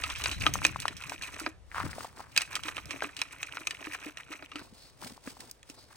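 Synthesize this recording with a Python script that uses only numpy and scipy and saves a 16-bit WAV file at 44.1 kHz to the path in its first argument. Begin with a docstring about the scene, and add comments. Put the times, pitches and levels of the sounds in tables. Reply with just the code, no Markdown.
"""Outdoors, a small metal box sifter full of dirt and stones is shaken by hand.
Stones knock on its walls as short bursts that make the metal ring (one late, dull clod-like thump is made the
same way); many tiny clicks make the grit scratch. The loaded floor drums as a low, quickly fading swing.
Clods crack on the ground as dull pops and gravel grinds underfoot as the person steps and bends. Thuds are
low swings; work clothes rustle as coloured noise and creases. A little wind touches the microphone as low,
fluttering noise, over a faint bed of open air.
"""
import sys
import numpy as np
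from scipy import signal
from scipy.fft import rfft, irfft, next_fast_len
from scipy.io import wavfile
from scipy.ndimage import uniform_filter1d

SR = 44100
rng = np.random.default_rng(int(sys.argv[2]) if len(sys.argv) > 2 else 0)


def generate_wav(signal):
    """Clip the signal to [-1, 1] and save it as 16-bit WAV at the path in sys.argv[1]."""
    frames = np.transpose(np.atleast_2d(signal))
    scaled = np.clip(frames, -1, 1) * 32767
    pcm = np.round(scaled).astype(np.int16)
    wavfile.write(sys.argv[1], SR, pcm)


N = 263053


def from_db(db):
    """Turn decibels into a gain."""
    return 10 ** (np.asarray(db) / 20)


def rms_one(x):
    """Scale a sound to an average power of 1."""
    return x / np.sqrt(np.mean(x ** 2) + 1e-20)


def at_hz(points, hz):
    """Read a table along a logarithmic pitch scale, with straight lines between its points."""
    points = np.array(points)
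    return np.interp(np.log(hz + 1e-9), np.log(points[:, 0]), points[:, 1])


def in_time(rows, column):
    """Read one column of a curve at every sample."""
    rows = np.array(rows)
    return np.interp(np.arange(N) / SR, rows[:, 0], rows[:, column])


def shape(x, response):
    """Filter a sound by a function of frequency."""
    size = next_fast_len(N + 4096)
    spectrum = rfft(x, size) * response(np.fft.rfftfreq(size, 1 / SR))
    return irfft(spectrum, size)[..., :N]


def band(x, low_hz, high_hz, order=2):
    """Keep what lies between two frequencies."""
    edges_hz = [low_hz, min(high_hz, .45 * SR)]
    return signal.sosfilt(signal.butter(order, edges_hz, "band", fs=SR, output="sos"), x + 1e-18)


def resonate(x, hz, width_hz):
    """Ring at one pitch, with gain 1 at the peak; a narrower resonance rings longer."""
    r = np.exp(-np.pi * width_hz / SR)
    feed = np.array([1, 0, -1]) * (1 - r * r) / 2
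    return signal.lfilter(feed, [1, -2 * r * np.cos(2 * np.pi * hz / SR), r * r], x + 1e-18)


def ring_together(x, modes, most_sharpness=np.inf):
    """Add up several resonances with alternating sign; sharpness is pitch over width."""
    ringing = 0
    for k, (hz, width_hz, db) in enumerate(modes):
        ringing = ringing + (-1) ** k * from_db(db) * resonate(x, hz, max(width_hz, hz / most_sharpness))
    return ringing


def drift(rate):
    """Random wandering with unit power, joining `rate` random points a second."""
    knots = rng.standard_normal(4096)
    return rms_one(np.interp(np.arange(N) / SR * rate, np.arange(len(knots)), knots))


def pan(db):
    """Left and right gains, fixed or moving; above 0 dB the left is louder."""
    return from_db(np.array([[1], [-1]]) * db / 2)


def widen(three, spread):
    """Make stereo from one shared signal plus one of its own for each side."""
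    return (three[0] + spread * three[1:]) / np.sqrt(1 + spread ** 2)


def add(out, s, sound):
    """Mix a sound in, starting at time s."""
    at = max(round(s * SR), 0)
    out[:, at:at + sound.shape[-1]] += sound[..., :N - at]


def grains(per_s, size_db, clump_db, spread):
    """Stereo clicks at random moments, uneven in size and stronger in clumps."""
    born = rng.random(N) < per_s / SR
    uneven_db = size_db * np.minimum(rng.exponential(1, N), 4)
    clumps_db = clump_db * np.clip(drift(130), -2, 1.5)
    return widen(rng.standard_normal((3, N)), spread) * born * from_db(uneven_db + clumps_db)


def pebbles(per_s, size_db, low_hz, high_hz, sharpness, count=14):
    """Small stones tick: each click is dealt to one of several pitches and rings there."""
    ticks = grains(per_s, size_db, clump_db=5.0, spread=0.49)
    dealt = rng.integers(0, count, N)
    pitches_hz = np.geomspace(low_hz, high_hz, count)
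    return sum(resonate(ticks * (dealt == k), hz, hz / sharpness) for k, hz in enumerate(pitches_hz))


def noise(spectrum, spread):
    """Coloured stereo noise of unit power."""
    white = widen(rng.standard_normal((3, N)), spread)
    return rms_one(shape(white, lambda hz: from_db(at_hz(spectrum, hz))))


def steady(x, span_s):
    """Hold the power near 1 over a span, leaving the grain inside it."""
    power = uniform_filter1d(np.mean(x ** 2, axis=0), int(span_s * SR))
    return x / np.sqrt(np.maximum(power, 1e-18))


def swells(rows, attack_s, release_s, share=False):
    """Gain of movements that swell and die by 20 dB in the given times; share adds the fourth column's dB."""
    t, power = np.arange(0, N, 32) / SR, 1e-16
    for s, length_s, db, *part_db in rows:
        outside = np.maximum(s - t, 0) / attack_s + np.maximum(t - s - length_s, 0) / release_s
        level_db = db + (part_db[0] if share else 0)
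        power = power + from_db(level_db - 20 * np.minimum(outside, 10)) ** 2
    return np.interp(np.arange(N) / SR, t, np.sqrt(power))


def air():
    """Open air: faint, steady noise that is independent in part on each side."""
    # colour of the air: pitch_hz, relative level_db
    air_colour = [(24, -8.5), (40, -3), (115, -11), (210, -11.5), (550, -6.5), (800, -12.5), (1700, -17.5),
                  (4000, -22.5), (10000, -29), (13000, -31.5), (16000, -40)]
    level_db = -63
    return from_db(level_db) * noise(air_colour, spread=1.0)


def wind():
    """Wind buffets each port largely by itself: deep rumble, with lumpy flutter in the stronger gusts."""
    # wind strength before the small lifts below: time_s, rumble_db, flutter_db
    gusts = [(0.0, -47.5, -72), (0.45, -42.5, -39.5), (0.98, -63, -53.5), (1.73, -55, -68.5),
             (1.84, -49.5, -42), (2.06, -66, -64.5), (2.92, -58.5, -56.5), (3.07, -67, -63.5),
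             (5.96, -68, -72)]
    rumble = steady(band(widen(rng.standard_normal((3, N)), spread=1.4), 47, 82), span_s=0.046)
    flutter = band(widen(rng.standard_normal((3, N)), spread=2.5), 64, 160)
    flutter = steady(flutter * from_db(3.0 * drift(45)), span_s=0.12)
    rumble_gain = from_db(2.0 + in_time(gusts, column=1))
    flutter_gain = from_db(2.5 + in_time(gusts, column=2))
    return pan(4.3) * (rumble_gain * rumble + flutter_gain * flutter)


def clothes():
    """Stiff fabric swishes and flaps in small creases; a brushing sleeve adds a soft narrow hiss."""
    # arm and leg movements, before the final trims: start_s, length_s, swish_db, flap_against_swish_db
    rustles = [(1.76, 0.14, -48, -3), (1.96, 0.075, -47.5, -1), (2.18, 0.019, -52.5, 2),
               (2.31, 0.024, -60, -1), (4.605, 0.036, -57, 6), (4.75, .12, -57, -5.5),
               (5.035, 0.046, -45, -2), (5.278, 0.0083, -45.5, -3.5), (5.405, 0.048, -50, -1.5),
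               (5.698, 0.0073, -54.5, 0.5), (5.785, 0.022, -57, 1), (5.91, 0.035, -57, -5.5)]
    # a sleeve brushes along the jacket: start_s, length_s, level_db
    brushes = [(4.58, 0.026, -57), (4.78, 0.087, -58.5), (5.795, 0.0085, -55.5)]
    # colours of swish and flap: pitch_hz, relative level_db
    swish_colour = [(800, -14.5), (1500, -8.5), (2500, -9), (3500, -10.5), (5000, -6), (6200, -13.5),
                    (8400, -10), (10000, -14.5), (13000, -24), (15500, -7)]
    flap_colour = [(71, -22), (120, 8.5), (157, -31.5), (227, 1.5), (551, -9.5), (882, -5.5), (1360, -12.5),
                   (2500, -34.5), (3250, -54), (5500, -120)]
    attack_s, release_s = 0.063, 0.11

    crinkle = grains(per_s=1800, size_db=2.5, clump_db=3, spread=0.88)
    crinkle = rms_one(band(crinkle, 1800, 18000))
    swish = noise(swish_colour, spread=1.0) * from_db(4.6 * drift(170))
    swish = steady(swish + .6 * crinkle, span_s=0.14)
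    creases = from_db(4.5 * drift(110))
    flap = steady(noise(flap_colour, spread=0.91) * creases, span_s=0.075)
    brush = rms_one(band(widen(rng.standard_normal((3, N)), spread=0.32), 3900, 5100))

    swish = from_db(3.5) * swish * swells(rustles, attack_s, release_s)
    flap = from_db(-1.6) * flap * swells(rustles, attack_s, release_s, share=True)
    return pan(0.45) * (swish + flap + brush * swells(brushes, attack_s, release_s))


def clods():
    """A clod cracks with a dull pop of a few swings, then crumbles in fading noise."""
    # clods and gravel cracking on the ground: time_s, pop_db, pitch_hz, left_right_db
    cracks = [(0.46, -21, 1150, 6), (0.5552, -18, 1140, 6), (0.618, -23.5, 1290, 4), (0.7597, -19, 1080, 4),
              (0.8545, -13, 1140, 4), (1.1195, -26.5, 930, 8), (1.7158, -29, 1854, 1),
              (1.7458, -22.5, 1380, 0), (1.782, -20, 1210, -10), (1.8015, -17.5, 1130, 3),
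              (1.931, -26, 1780, 1.3), (1.982, -27.5, 650, 4.5), (2.0067, -29, 1230, 3),
              (2.0458, -26.5, 922, 1), (2.0505, -29, 788, 3), (2.1946, -31, 1005, 2.5),
              (2.203, -30, 840, -0.5), (2.5933, -30.5, 1250, 0), (5.024, -33.5, 970, 8),
              (5.0375, -35, 1460, 12), (5.177, -39, 920, 5), (5.3685, -40.5, 920, 8)]
    pop_cycles, crumble_gain, crumble_t60_s = 0.92, .09, 0.057
    out, t = np.zeros((2, N)), np.arange(SR // 25) / SR
    for s, db, hz, side_db in cracks:
        age = t * hz / pop_cycles
        pop = (age * np.exp(1 - age)) ** 2 * np.sin(2 * np.pi * (hz * t + rng.random()))
        crumbs = rms_one(band(widen(rng.standard_normal((3, len(t))), spread=.5), 600, 2000, order=1))
        crumbs = crumble_gain * crumbs * from_db(-60 * t / crumble_t60_s)
        add(out, s, from_db(db) * pan(side_db) * (pop + crumbs))
    return out


def gravel():
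    """Gravel grinds under the boot: many small stones tick at medium pitches."""
    # a boot rolls over gravel: start_s, length_s, level_db
    steps = [(1.76, 0.051, -36), (1.98, .05, -50), (2.18, 0.029, -49), (5.91, 0.01, -57.5)]
    grind = pebbles(per_s=1100, size_db=2.5, low_hz=765, high_hz=1670, sharpness=2.4)
    grind = steady(band(grind, 810, 2700), span_s=0.035)
    return swells(steps, attack_s=0.038, release_s=0.14) * grind * pan(3.0)


def low_blows(events, rise_s, scatter, rough):
    """Soft blows (s, dB, Hz, t60 s): a fading low swing with scattered pitch, roughened by loose lumps."""
    out, t = np.zeros((2, N)), np.arange(SR // 4) / SR
    for (s, db, hz, t60), chance in zip(events, rng.uniform(-1, 1, len(events))):
        swing = np.sin(2 * np.pi * hz * (1 + scatter * chance) * t)
        lumps = rough * rms_one(band(rng.standard_normal(len(t)), 460, 600)) * from_db(-30 * t / t60)
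        add(out, s, from_db(db - 60 * t / t60) * (1 - np.exp(-t / rise_s)) * (swing + lumps))
    return out


def thuds():
    """Boot and kneeling pad land softly: a low swing that fades by 60 dB within nine cycles."""
    # thuds before the 7 dB lift: time_s, level_db, middle pitch_hz
    landings = [(0.429, -39, 90), (0.499, -41, 190), (0.906, -41.5, 261), (1.838, -31, 243.5),
                (1.85, -33.5, 110), (1.86, -30.5, 278), (1.965, -42.5, 250), (2.859, -43.5, 120),
                (4.724, -44, 210), (5.026, -43, 257), (5.043, -41.5, 200), (5.119, -41, 247),
                (5.274, -31.5, 260), (5.698, -40, 277)]
    cycles = 9
    blows = [(s, db, hz, cycles / hz) for s, db, hz in landings]
    return from_db(7.0) * pan(1.7) * low_blows(blows, rise_s=0.0017, scatter=0.094, rough=0.24)


def drum():
    """The load lands on the floor of the box, which swings in its lowest mode."""
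    # landings before the 8 dB lift: time_s, level_db
    landings = [(0.466, -35.5), (0.651, -37), (0.696, -50.5), (1.414, -43.5), (1.469, -38.5), (2.652, -46),
                (2.766, -51.5), (2.915, -52), (3.049, -42), (3.61, -51), (3.871, -42), (4.063, -39),
                (4.304, -46), (4.555, -42)]
    middle_hz, t60_s = 305.3, 0.11
    blows = [(s, db, middle_hz, t60_s) for s, db in landings]
    return from_db(8.0) * low_blows(blows, rise_s=0.00067, scatter=0.039, rough=0.18)


def walls(x, direct_db):
    """The walls ring on top of the bare contact sound; the dirt keeps every ring short."""
    # ringing of the walls: pitch_hz, least width_hz, level_db
    wall_modes = [(1005, 93, -3), (1242, 150, 8), (1966, 47, 0), (2054, 37, 2.5), (2540, 470, 8),
                  (2653, 43, 9.5), (2646, 60, 0.5), (4013, 30, 9.5), (5830, 37, -1.5), (6460, 120, 5),
                  (7550, 63, -7), (8830, 130, -8)]
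    ringing = ring_together(x, wall_modes, most_sharpness=30)
    return ringing + from_db(direct_db) * band(x, 220, 21000, order=1)


def load_motion():
    """Each stroke of the hand throws the load across the box; returns the sliding and rolling gains."""
    # hand strokes: start_s, length_s, scratch_db, lumps_against_scratch_db (sound levels are trimmed later)
    strokes = [(0.0, 0.11, -42.5, -12), (0.09, 0.032, -40.5, -21), (0.195, 0.02, -39, -23),
               (0.24, 0.051, -37, -9.5), (0.29, 0.034, -40, -8), (0.41, 0.033, -37, -23),
               (0.46, 0.018, -37, 0), (0.545, 0.043, -41.5, -8.5), (0.635, 0.038, -36, -5),
               (0.80, 0.035, -44.5, -17), (0.865, 0.061, -58.5, 6), (1.01, 0.064, -46.5, -30),
               (1.095, 0.052, -43, -6), (1.225, 0.069, -42.5, -15.5), (1.34, 0.031, -44, -5.5),
               (1.395, 0.026, -42, -12), (1.466, 0.006, -41.5, 3), (2.37, 0.059, -43, -12.5),
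               (2.52, .05, -40, -13.5), (2.66, 0.034, -37.5, -13.5), (2.76, 0.028, -42.5, -7.5),
               (2.90, 0.075, -46, 0.5), (3.03, 0.021, -38.5, -3), (3.19, 0.042, -46, -11),
               (3.325, 0.013, -44.5, -11), (3.405, 0.062, -46, -16), (3.525, 0.094, -45.5, -10.5),
               (3.67, 0.072, -48, -9.5), (3.805, 0.075, -44.5, -6.5), (3.934, 0.0083, -35, -19),
               (4.02, 0.071, -43.5, -9), (4.197, 0.0087, -44, -34), (4.315, .035, -42.5, -11.5),
               (4.40, .045, -52, -1), (4.57, 0.027, -45.5, -0.5)]
    # while the box is shaken the dirt never quite rests: start_s, length_s, level_db
    bouts = [(0, 0.93, -51.5), (0.9, 0.46, -56), (2.36, 1.74, -53.5), (4.15, 0.46, -58)]
    attack_s, release_s = 0.04, 0.046
    resting_lumps_db = -11.5   # tumbling against scratch between strokes
    resting = swells(bouts, attack_s, release_s)
    sliding = np.hypot(swells(strokes, attack_s, release_s), resting)
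    rolling = swells(strokes, attack_s, release_s, share=True)
    return sliding, np.hypot(rolling, from_db(resting_lumps_db) * resting)


def tumble():
    """Lumps tumble on the loaded floor and set off its low resonances."""
    # the loaded floor of the box: pitch_hz, width_hz, level_db
    floor_modes = [(283, 26, 6.5), (420, 100, -3), (551, 160, -0.5), (650, 230, -0.5)]
    lumps = grains(per_s=700, size_db=1.5, clump_db=5, spread=0.68)
    ringing = ring_together(lumps, floor_modes)
    return from_db(-2.0) * steady(band(ringing, 170, 720), span_s=0.1)


def scratch(dry_ticks):
    """Pebbles scratch along the walls, and single small stones tick out of the scratch."""
    coarse = rms_one(pebbles(per_s=1100, size_db=3.0, low_hz=860, high_hz=3270, sharpness=5))
    rubbing = band(walls(coarse + 1.7 * dry_ticks, direct_db=-1.0), 680, 2700)
    stray = pebbles(per_s=90, size_db=.5, low_hz=1090, high_hz=2830, sharpness=6.5)
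    stray = rms_one(walls(stray, direct_db=5.5))
    return from_db(-1.83) * steady(rubbing, span_s=.05) + from_db(-4) * stray


def sand(dry_ticks):
    """The finest sand runs through the mesh as dense high ticks and slowly runs out."""
    start_db, loss_db_per_s = -4, 0.83
    fine = rms_one(pebbles(per_s=4300, size_db=1.8, low_hz=3800, high_hz=14200, sharpness=5))
    running = walls(fine + 0.48 * band(dry_ticks, 3000, 11000), direct_db=-2.0)
    sand_left = from_db(start_db - loss_db_per_s * np.arange(N) / SR)
    return sand_left * steady(running, span_s=.07)


def grit():
    """The strokes drive tumbling lumps, scratching pebbles and running sand together."""
    sliding, rolling = load_motion()
    # sharp edges catch: all pitches at once
    dry_ticks = rms_one(grains(per_s=440, size_db=3.2, clump_db=2.5, spread=0.52))
    rubbing = scratch(dry_ticks) + sand(dry_ticks)
    return rolling * tumble() * pan(3.2) + sliding * rubbing * pan(0.6)


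def knocks():
    """A blow rings the walls, chatters to rest and stirs the dirt; harder contact trades dull body for edge."""
    # stones strike the box; the blow at 5.274 s is a dull, low clod-like thump:
    # time_s, level_db, hardness_db (tilt to the treble), chatter_t60_s
    strikes = [(0.0373, -24.5, -2, 0.051), (0.1, -31.5, -0.5, 0.093), (0.159, -35.5, 2, 0.23),
               (0.2187, -35, 1, 0.023), (0.2386, -27, 7.5, 0.078), (0.258, -22.5, -4, 0.034),
               (0.3142, -29.5, 3.5, 0.14), (0.41, -34, 1, 0.14), (0.465, -14, -7.5, .03),
               (0.538, -24.5, 14.5, 0.056), (0.643, -28, 3, 0.13), (0.65, -13, 0, 0.023),
               (0.666, -27, 10, 0.016), (0.8013, -33.5, 12, 0.021), (0.821, -36, 5, 0.036),
               (0.8807, -25, 0, 0.025), (0.9673, -40.5, 9, 0.11), (1.022, -40.5, -5, .03),
               (1.3432, -42.5, 3, 0.037), (1.0959, -34.5, 5.5, 0.023), (1.2222, -34.5, 4.5, 0.14),
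               (1.3983, -36, 14, 0.048), (1.463, -24.5, -11.5, 0.031), (2.3632, -24, 1, 0.041),
               (2.376, -14.5, 5.5, 0.028), (2.408, -31, -2, 0.067), (2.4181, -27.5, 7.5, .029),
               (2.554, -25.5, 6, 0.041), (2.5639, -31, -10, 0.02), (2.6351, -34, 3, 0.033),
               (2.6836, -30, -7, 0.021), (2.7797, -33.5, -11, 0.0038), (2.8566, -44, 15, 0.0086),
               (2.9076, -30.5, -0.5, 0.035), (2.9128, -34, 1, 0.068), (3.0216, -26, -18, .019),
               (3.0418, -32.5, -14, 0.02), (3.1665, -35.5, 5.5, 0.061), (3.191, -37.5, 2, 0.055),
               (3.2163, -22, 2, 0.023), (3.4295, -28, 1, 0.024), (3.5702, -31, -12, 0.012),
               (3.6709, -23, 2, 0.023), (3.7083, -30, 2.5, 0.035), (3.952, -39, -18, 0.045),
               (4.0466, -49, 22, .012), (4.1718, -36, 0.5, 0.028), (4.3273, -38, -9, 0.02),
               (4.4241, -39.5, -10.5, 0.035), (4.5172, -39, -6, 0.05), (4.557, -33.5, -4, .033),
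               (4.593, -44.5, -11, 0.021), (5.274, -39.5, -24, 0.0086), (5.5124, -37.5, 24.5, 0.017),
               (5.6297, -49, 4.5, .012), (5.699, -42.5, 11, 0.047)]
    # body, clack, edge and tip of a knock: low_hz, high_hz
    knock_bands = [(450, 1800), (1800, 4500), (4500, 9500), (9500, 16000)]
    chatter_gain, tail_db, tail_t60_s = 0.073, -25, 0.32
    own_ring_gain, side_scatter_db = 1.94, 2.5
    body_db, edge_db, tip_db = -9, -8, -20   # against the clack, at hardness 0
    tip_per_hardness = 1.6   # the highest treble grows fastest with hardness

    out, t = np.zeros((2, N)), np.arange(SR // 8) / SR
    count = len(strikes)
    pushes = widen(rng.standard_normal((count, 3, len(t))).swapaxes(0, 1), spread=0.66)
    t60 = np.maximum(np.array(strikes)[:, 3:4], .004)
    pushes = chatter_gain * pushes * (from_db(-60 * t / t60) + from_db(tail_db - 60 * t / tail_t60_s))
    pushes[:, :, 8] += 1   # the first sharp contact
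    # every blow favours a few pitches of its own
    own_pitches_hz = rng.uniform([1150, 2400, 3800], [1900, 3500, 7000], (count, 3))
    for k, pitches in enumerate(own_pitches_hz):
        pushes[:, k] += own_ring_gain * sum(resonate(pushes[:, k], hz, hz / 16) for hz in pitches)

    struck = band(walls(pushes, direct_db=-1.0), 300, 21000, order=1)
    parts = np.array([band(struck, low, high, order=3) for low, high in knock_bands])
    # each part gets unit power over the first 8 ms, so that hardness alone sets the mix
    attack = t < .008
    parts /= np.sqrt(np.mean(parts[..., attack] ** 2, axis=(1, 3), keepdims=True))
    sides_db = side_scatter_db * rng.uniform(-1, 1, count) + 0.5
    for k, (s, db, hardness_db, _) in enumerate(strikes):
        shares = from_db([body_db - hardness_db, 0, edge_db + hardness_db,
                          tip_db + tip_per_hardness * hardness_db])
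        knock = np.tensordot(shares / np.linalg.norm(shares), parts[:, :, k], 1)
        add(out, s, from_db(db) * pan(sides_db[k]) * knock)
    return out


def scene():
    """The sifter a little to the right, the ground below, open air all round."""
    # where the hand holds the box, before a fixed 0.4 dB shift to the right: time_s, left_right_db
    box_side = [(0, -1), (0.65, -1.5), (1.45, -1.5), (2.38, -1.5), (2.7, -3.5), (3.05, -2), (3.55, -0.5),
                (4.6, -0.5)]
    background = air() + wind()
    person = clothes() + clods() + gravel() + thuds()
    sifter = (grit() + knocks()) * pan(in_time(box_side, column=1) - .4)
    return background + person + drum() + sifter


def record(dry):
    """The two microphone ports differ in phase and dip in the high treble; the top is cut."""
    # microphone colour: pitch_hz, level_db
    mic_colour = [(8000, -1.53), (10000, 1.5), (11000, -15.5), (12000, -23), (13200, -4.5), (15500, -8.5)]
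    # the two microphone ports: pitch_hz, left_lead_radians
    port_phase = [(300, -0.87), (1500, 1.02), (2400, 0.72), (3000, 1.34), (4000, 1.36), (5000, 2),
                  (6000, 0.99), (7000, -2.1), (8200, -0.6), (10000, -2.4), (13000, -1.2)]
    cutoff_hz = 15900
    left, right = shape(dry, lambda hz: from_db(at_hz(mic_colour, hz)))
    right = shape(right, lambda hz: np.exp(-1j * at_hz(port_phase, hz)))
    top_cut = signal.ellip(10, .2, 80, cutoff_hz, fs=SR, output="sos")
    return signal.sosfilt(top_cut, [left, right])


dry = scene()
out = record(dry)
generate_wav(out)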